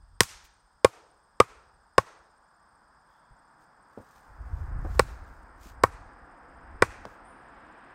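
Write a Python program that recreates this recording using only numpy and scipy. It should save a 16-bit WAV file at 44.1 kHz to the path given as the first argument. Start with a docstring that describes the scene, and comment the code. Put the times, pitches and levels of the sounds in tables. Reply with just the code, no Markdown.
"""Seven sledgehammer blows drive a wooden post into a lawn: each a crack of crushed fibres, a ping of iron,
a knock of the post and a thump of soil, answered faintly by the edge of a wood. Between them boots shift
and clothes rustle. Gusts buffet the microphone and the tyre roar of a far car draws nearer.
Insects sing throughout, and two thin bird calls slide to their pitch and fade."""
import sys
import numpy as np
from scipy import signal
from scipy.fft import rfft, irfft, next_fast_len
from scipy.io import wavfile

SR = 44100
rng = np.random.default_rng(int(sys.argv[2]) if len(sys.argv) > 2 else 0)


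def output_pcm(signal):
    """Save a mono or channel-first signal as 16-bit PCM at the path in sys.argv[1].

    Samples are clipped to [-1, 1] before scaling.
    """
    pcm = np.clip(np.atleast_2d(signal).T, -1, 1) * 32767
    wavfile.write(sys.argv[1], SR, np.round(pcm).astype(np.int16))


N = 350154
TIME = np.arange(N) / SR


def hammer(crack_trim_db=-3, head_trim_db=-2, sideways_db=-8, give_s=0.0007, load_s=0.0022):
    """The crack leads; post and soil follow as the wood takes the load. Returns direct and echo send."""
    # blows: start_s, knock_db, ring_db, ring_length_factor, clack_db, crush_db, tilt_db_per_octave, send_db
    blows = [(0.2056, -9, -19, 1.7, -6, -1.5, 0.5, -0.5), (0.8461, 1.5, -4.5, 1.2, -3, -8.5, -2, -5.5),
             (1.401, 1, 4, 1.04, -4, -6.5, -3.5, -4.5), (1.9803, -1, 0, 0.71, -3, -8, -3.5, -2.5),
             (4.9940, -0.5, 0.5, 0.68, -2.5, -10, -1, -4.5), (5.8355, -1.5, -2.5, 0.99, -1, -17, 2, -1.5),
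             (6.8219, -1.5, -1, 0.91, 1.5, -8.5, -5, 1)]
    # the post's main ring along the grain: pitch_hz, level_db, t60_s
    ring_modes = [(954, -10, .035), (1098, -2.5, .036), (1212, -11, .038)]
    # the post knocking as a whole: pitch_hz, level_db, t60_s
    knock_modes = [(380.1, -2, 0.016), (514, -1.5, 0.022), (682, -11.5, .025), (819, -14.5, 0.038)]
    # cross-grain clack, woken by an off-centre face: pitch_hz, level_db, t60_s
    clack_modes = [(1367, -13.5, 0.033), (1533, -13.5, .032), (1770, -13.5, 0.025), (2025.5, -15.5, 0.028),
                   (2316, -17, 0.032)]
    # low thump of the post and the soil round it: pitch_hz, level_db, t60_s
    soil_modes = [(72, -26, 0.065), (112, -20, 0.073), (186, -19, 0.041)]
    # ping of the iron head, damped by the wood: pitch_hz, level_db, t60_s
    head_modes = [(2490, -14.5, 0.0063), (5070, -8.5, 0.016), (8190, -15.5, .022), (9290, -19, 0.01)]
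    # splinters and the loose handle: start_s, level_db, tilt_db_per_octave
    ticks = [(0.2327, -26, 2.5), (7.0527, -33.5, -6.5)]
    direct, send, t = np.zeros(N), np.zeros(N), TIME[:SR // 4]
    for start_s, knock_db, ring_db, length, clack_db, crush_db, tilt_db, send_db in blows:
        ring = struck(ring_modes, t, scatter_db=3.5, detune=0.005, length=length) * onset(t, load_s)
        body = from_db(ring_db) * ring
        body += from_db(knock_db) * struck(knock_modes, t, scatter_db=2, detune=0.014)
        body -= from_db(clack_db) * struck(clack_modes, t, scatter_db=0.5, detune=0.028)
        body -= struck(soil_modes, t, scatter_db=-1.4, detune=0.01)
        body += from_db(head_trim_db + crush_db) * struck(head_modes, t, scatter_db=0.5, detune=0.0034)
        blow = from_db(crack_trim_db + crush_db) * crack(t, tilt_db)
        add(blow, give_s, body)
        add(direct, start_s, blow)
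        add(send, start_s, from_db(send_db) * blow)
        # the post's flanks throw the ring to the trees however the face lands
        add(send, start_s + give_s, from_db(sideways_db) * ring)
    for start_s, level_db, tilt_db in ticks:
        add(direct, start_s, from_db(level_db) * crack(t, tilt_db))
    return direct, send


def crack(t, tilt_db, rise_s=0.00041, crush_s=0.002, buzz_db=-12, buzz_t60_s=0.035):
    """Fibres give way while the face presses in, then the split end grain buzzes out."""
    # colour of crushing fibres: frequency_hz, level_db
    fibre_colour = [(700, -0.5), (1500, 1), (2600, -3.5), (3200, -5), (3700, 0), (4200, -4.5), (5100, -1.5),
                    (6300, -9), (9300, -5.5), (10600, -17.5), (15000, -18)]
    pressure = np.exp(-(t / crush_s) ** 2) + from_db(buzz_db) * dying(t, buzz_t60_s)
    return noise(fibre_colour, len(t), tilt_db) * pressure * onset(t, rise_s)


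def struck(modes, t, scatter_db, detune, length=1):
    """Modes of alternating sign ring out from their full level and die away; each blow finds them a little
    changed."""
    out = 0
    for k, (hz, level_db, t60_s) in enumerate(modes):
        gain = (-1) ** k * from_db(level_db + scatter_db * rng.standard_normal())
        pitch_hz = hz * (1 + detune * rng.standard_normal())
        out += gain * dying(t, t60_s * length) * np.sin(2 * np.pi * pitch_hz * t)
    return out


def echoes(send, near_t60_s=0.13, trees_s=0.08, swell_s=0.006, lawn_db=-1.5):
    """Close things scatter each blow at once, the trunks later; so many paths blur it into noise."""
    # echo of things close by: frequency_hz, level_db
    near_colour = [(150, -25.5), (480, -35.5), (1100, -30), (2500, -22), (6000, -18), (15000, -16)]
    # echo of the trees: frequency_hz, level_db
    tree_colour = [(150, -36), (480, -35.5), (750, -30), (1100, -36.5), (1700, -26.5), (2600, -25),
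                   (5000, -23), (9000, -21.5), (15000, -26.5)]
    # decay among the trees: frequency_hz, t60_s
    tree_decay = [(150, 1), (1000, 0.99), (2500, 0.56), (5000, 0.74), (9000, 0.33), (15000, 0.22)]
    t, out = TIME[:SR], 0
    edges_hz = np.geomspace(120, 17000, 17)
    arrival = from_db(lawn_db) * onset(t, swell_s) + 0.5 * (1 + np.tanh((t - trees_s) / swell_s))
    near = (dying(t, near_t60_s) * onset(t, swell_s)) ** 2
    for band in zip(edges_hz, edges_hz[1:]):
        hz = np.sqrt(band[0] * band[1])
        far = (arrival * dying(t, at_hz(tree_decay, hz))) ** 2
        paths = from_db(at_hz(tree_colour, hz)) ** 2 * far / far.sum()
        paths += from_db(at_hz(near_colour, hz)) ** 2 * near / near.sum()
        energy = signal.fftconvolve(cut(send + 1e-18, band, "band") ** 2, paths)[:N]
        wash = rms_one(cut(rng.standard_normal(N), band, "band", order=3))
        out += np.sqrt(np.abs(energy)) * wash
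    return out


def boots(rise_s=0.0016, t60_s=0.093):
    """Boots on turf and soft bumps: dull puffs that die quickly."""
    # contacts: start_s, level_db, top_hz
    contacts = [(3.305, -38.5, 64), (3.973, -36.5, 604), (3.996, -42, 447), (4.847, -31.5, 600),
                (5.656, -48.5, 352), (7.053, -36, 450)]
    out, t = np.zeros(N), TIME[:SR // 4]
    for start_s, level_db, top_hz in contacts:
        dull = cut(rng.standard_normal(len(t)), top_hz, "low", order=3)
        puff = rms_one(cut(dull, 34, "high"))
        add(out, start_s, from_db(level_db) * puff * onset(t, rise_s) * dying(t, t60_s))
    return out


def rustles(grain_db=2.5, snag_db=4, snags_per_s=15):
    """Cloth slides in short grainy strokes and snags now and then."""
    # sleeves, gloves and grass: middle_s, half_length_s, level_db
    moves = [(0.455, 0.011, -60), (3.143, 0.046, -83), (3.623, 0.021, -77), (4.137, 0.13, -71.5),
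             (4.585, 0.1, -73.5), (4.99, 0.1, -62), (5.331, 0.092, -76), (5.664, 0.038, -59.5),
             (7.1, 0.043, -73)]
    # colour of sliding cloth: frequency_hz, level_db
    cloth_colour = [(1470, -14.5), (2500, 0.5), (2770, -4), (4440, -4), (6810, -2.5), (11100, -12),
                    (13800, -7.5), (16000, -12)]
    strokes = sum(from_db(level_db) * bell(middle_s, half_s) for middle_s, half_s, level_db in moves)
    catches = rng.random(N) < snags_per_s / SR
    snags = signal.lfilter([1], [1, -dying(1 / SR, t60_s=0.012)], catches + 1e-18)
    return strokes * noise(cloth_colour) * (from_db(grain_db * drift(210)) + from_db(snag_db) * snags)


def wind(breeze_db=-75.5, rise_s=0.16, fall_db_per_s=55, eddies_per_s=15, lumps_db=4.5):
    """Gusts build, hold and sink back into a breeze; their eddies buffet the microphone unevenly."""
    # gusts: peak_s, hold_s, level_db
    gusts = [(0.03, 0.2, -57), (1.65, .1, -68.5), (4.68, 0.29, -31.5), (5.856, 0.14, -49),
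             (6.803, .03, -47), (7.499, 0.18, -69)]
    # colour of the buffeting: frequency_hz, level_db
    buffet_colour = [(12, -36.5), (20, -7), (43, 5), (77, -1), (112, -10.5), (187, -27.5), (367, -36),
                     (500, -39.5), (650, -70), (1100, -120)]
    strength = from_db(breeze_db)
    for peak_s, hold_s, level_db in gusts:
        fall = from_db(-fall_db_per_s * np.maximum(TIME - peak_s - hold_s, 0))
        strength += from_db(level_db) * np.where(TIME < peak_s, bell(peak_s, rise_s), fall)
    turns = np.cumsum(eddies_per_s * np.exp(0.41 * drift(5.8))) / SR
    buffeting = from_db(lumps_db * np.sin(2 * np.pi * turns) + 0.97 * drift(26))
    return strength * buffeting * noise(buffet_colour)


def far_car(final_db=-52, climb_db_per_s=2.5, levels_off_s=6.78, nearing_s=3.04, nearing_lasts_s=3.4,
            swell_db=6.5, swell_nearness=0.23, tread_final_db=-63, tread_db_per_s=7):
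    """Tyre roar grows and widens as the car nears, swelling once on the way; tread hiss comes up late."""
    # the roar far off: frequency_hz, level_db
    far_colour = [(120, -4.5), (200, -5), (400, -12), (650, -5), (900, 2), (1350, -1.5), (1650, -3.5),
                  (2100, -18.5), (3000, -35)]
    # the roar nearer by: frequency_hz, level_db
    near_colour = [(71, -37), (120, -6.5), (173, -7.5), (279, -1.5), (414, -9), (523, -4), (596, -9),
                   (689, -1.5), (1390, -3.5), (1650, -4), (3900, -47.5), (5070, -70), (8580, -120)]
    # tread hiss that carries only at close range: frequency_hz, level_db
    tread_colour = [(1500, 1), (2500, -4.5), (3300, -12), (4500, -21.5)]
    swell = bell(middle_s=4.81, half_s=0.31)
    level_db = final_db - climb_db_per_s * np.maximum(levels_off_s - TIME, 0) + swell_db * swell
    level_db += 0.03 * drift(6)
    nearness = np.clip((TIME - nearing_s) / nearing_lasts_s + swell_nearness * swell, 0, 1)
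    roar = np.sqrt(1 - nearness) * noise(far_colour) + np.sqrt(nearness) * noise(near_colour)
    hiss = from_db(tread_final_db + tread_db_per_s * (TIME - TIME[-1])) * noise(tread_colour)
    return from_db(level_db) * roar + hiss


def insects(chorus_db=-78, trill_hz=8200, trill_db=-85):
    """A steady far chorus and trill, and nearer katydids whose pitch falls through each wing stroke."""
    # insect chorus and air: frequency_hz, level_db
    chorus_colour = [(2400, -11.5), (3000, -12), (3400, -4), (3900, -12), (4400, -6.5), (5050, 5.5),
                     (5700, -11), (6600, -13.5), (7700, -12.5), (8250, -4.5), (9200, -12), (10500, -23.5),
                     (15500, -22.5)]
    # katydids: strokes_per_s, start_hz, end_hz, level_db
    katydids = [(15.8, 8900, 8400, -77), (17.0, 7300, 7050, -84), (16.4, 8300, 8150, -83)]
    out = from_db(chorus_db) * noise(chorus_colour)
    out += from_db(trill_db) * rasp(np.full(N, trill_hz), width_hz=130)
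    for strokes_per_s, start_hz, end_hz, level_db in katydids:
        cycle = (np.cumsum(strokes_per_s * (1 + 0.01 * drift(3))) / SR) % 1
        pitch_hz = start_hz + (end_hz - start_hz) * np.clip(2 * cycle - 0.5, 0, 1)
        stroke = np.sin(np.pi * cycle) ** 8
        out += from_db(level_db) * stroke * rasp(pitch_hz, width_hz=80)
    return out


def birds(glide_s=0.057):
    """Each high buzzy note slides to its pitch, holds it and fades among the trees."""
    # thin calls: start_s, start_hz, held_hz, width_hz, attack_s, t60_s, level_db
    calls = [(3.06, 3420, 3380, 150.2, .08, 1.0, -78.5), (7.23, 8200, 9200, 420, 0.026, 0.66, -68.5)]
    out = np.zeros(N)
    for start_s, start_hz, held_hz, width_hz, attack_s, t60_s, level_db in calls:
        t = np.maximum(TIME - start_s, 0)
        pitch_hz = start_hz + (held_hz - start_hz) * np.minimum(t / glide_s, 1)
        envelope = np.minimum(t / attack_s, 1) * dying(np.maximum(t - attack_s, 0), t60_s)
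        out += from_db(level_db) * envelope * rasp(pitch_hz, width_hz)
    return out


def rasp(pitch_hz, width_hz):
    """A rasping tone: slow noise carried on a pitch; rms 1."""
    carrier = np.sin(2 * np.pi * np.cumsum(pitch_hz) / SR)
    return rms_one(cut(rng.standard_normal(N), width_hz, "low") * carrier)


def noise(colour, size=N, tilt_db=0):
    """Coloured noise, tilted by tilt_db per octave, falling steeply past the colour's ends; rms 1."""
    padded = next_fast_len(size)
    hz = np.maximum(np.fft.rfftfreq(padded, 1 / SR), 1)
    octaves_outside = np.abs(np.log2(hz / np.clip(hz, colour[0][0], colour[-1][0])))
    gain = from_db(at_hz(colour, hz) + tilt_db * np.log2(hz) - 36 * octaves_outside)
    return rms_one(irfft(rfft(rng.standard_normal(padded)) * gain, padded)[:size])


def drift(rate_hz):
    """A random wander, gliding between values of spread 1."""
    return np.interp(TIME * rate_hz, np.arange(4096), rng.standard_normal(4096))


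def onset(t, rise_s):
    """Exponential attack from 0 to 1."""
    return 1 - np.exp(-t / rise_s)


def dying(t, t60_s):
    """Exponential decay, 60 dB down at t60_s."""
    return np.exp(-np.log(1000) * t / t60_s)


def bell(middle_s, half_s):
    """A smooth swell of height 1."""
    return np.exp(-0.5 * ((TIME - middle_s) / half_s) ** 2)


def cut(x, hz, kind, order=2):
    """Butterworth filter."""
    return signal.sosfilt(signal.butter(order, np.clip(hz, 10, 0.48 * SR), kind, fs=SR, output="sos"), x)


def at_hz(points, hz):
    """Read a curve on a log-frequency axis."""
    frequencies, values = np.transpose(points)
    return np.interp(np.log(hz), np.log(frequencies), values)


def add(track, start_s, sound):
    """Mix a sound in from start_s."""
    start = int(round(start_s * SR))
    track[start:start + len(sound)] += sound[:len(track) - start]


def from_db(db):
    """Decibels to gain."""
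    return 10 ** (np.asarray(db) / 20)


def rms_one(x):
    """Scale to unit power."""
    return x / np.sqrt(np.mean(x ** 2) + 1e-20)


def scene():
    """Blows and their echo over the sounds of the yard, in mono."""
    direct, send = hammer()
    return (direct + echoes(send) + boots() + rustles() + far_car() + wind() + insects() + birds())[None]


def record(dry, cutoff_hz=15800):
    """Soft clipping rounds the loudest peaks; a steep low-pass cuts the top."""
    rounded = dry / (1 + dry ** 4) ** (1 / 4)
    return signal.sosfilt(signal.ellip(10, 0.2, 70, cutoff_hz, fs=SR, output="sos"), rounded)


dry = scene()
out = record(dry)
output_pcm(out)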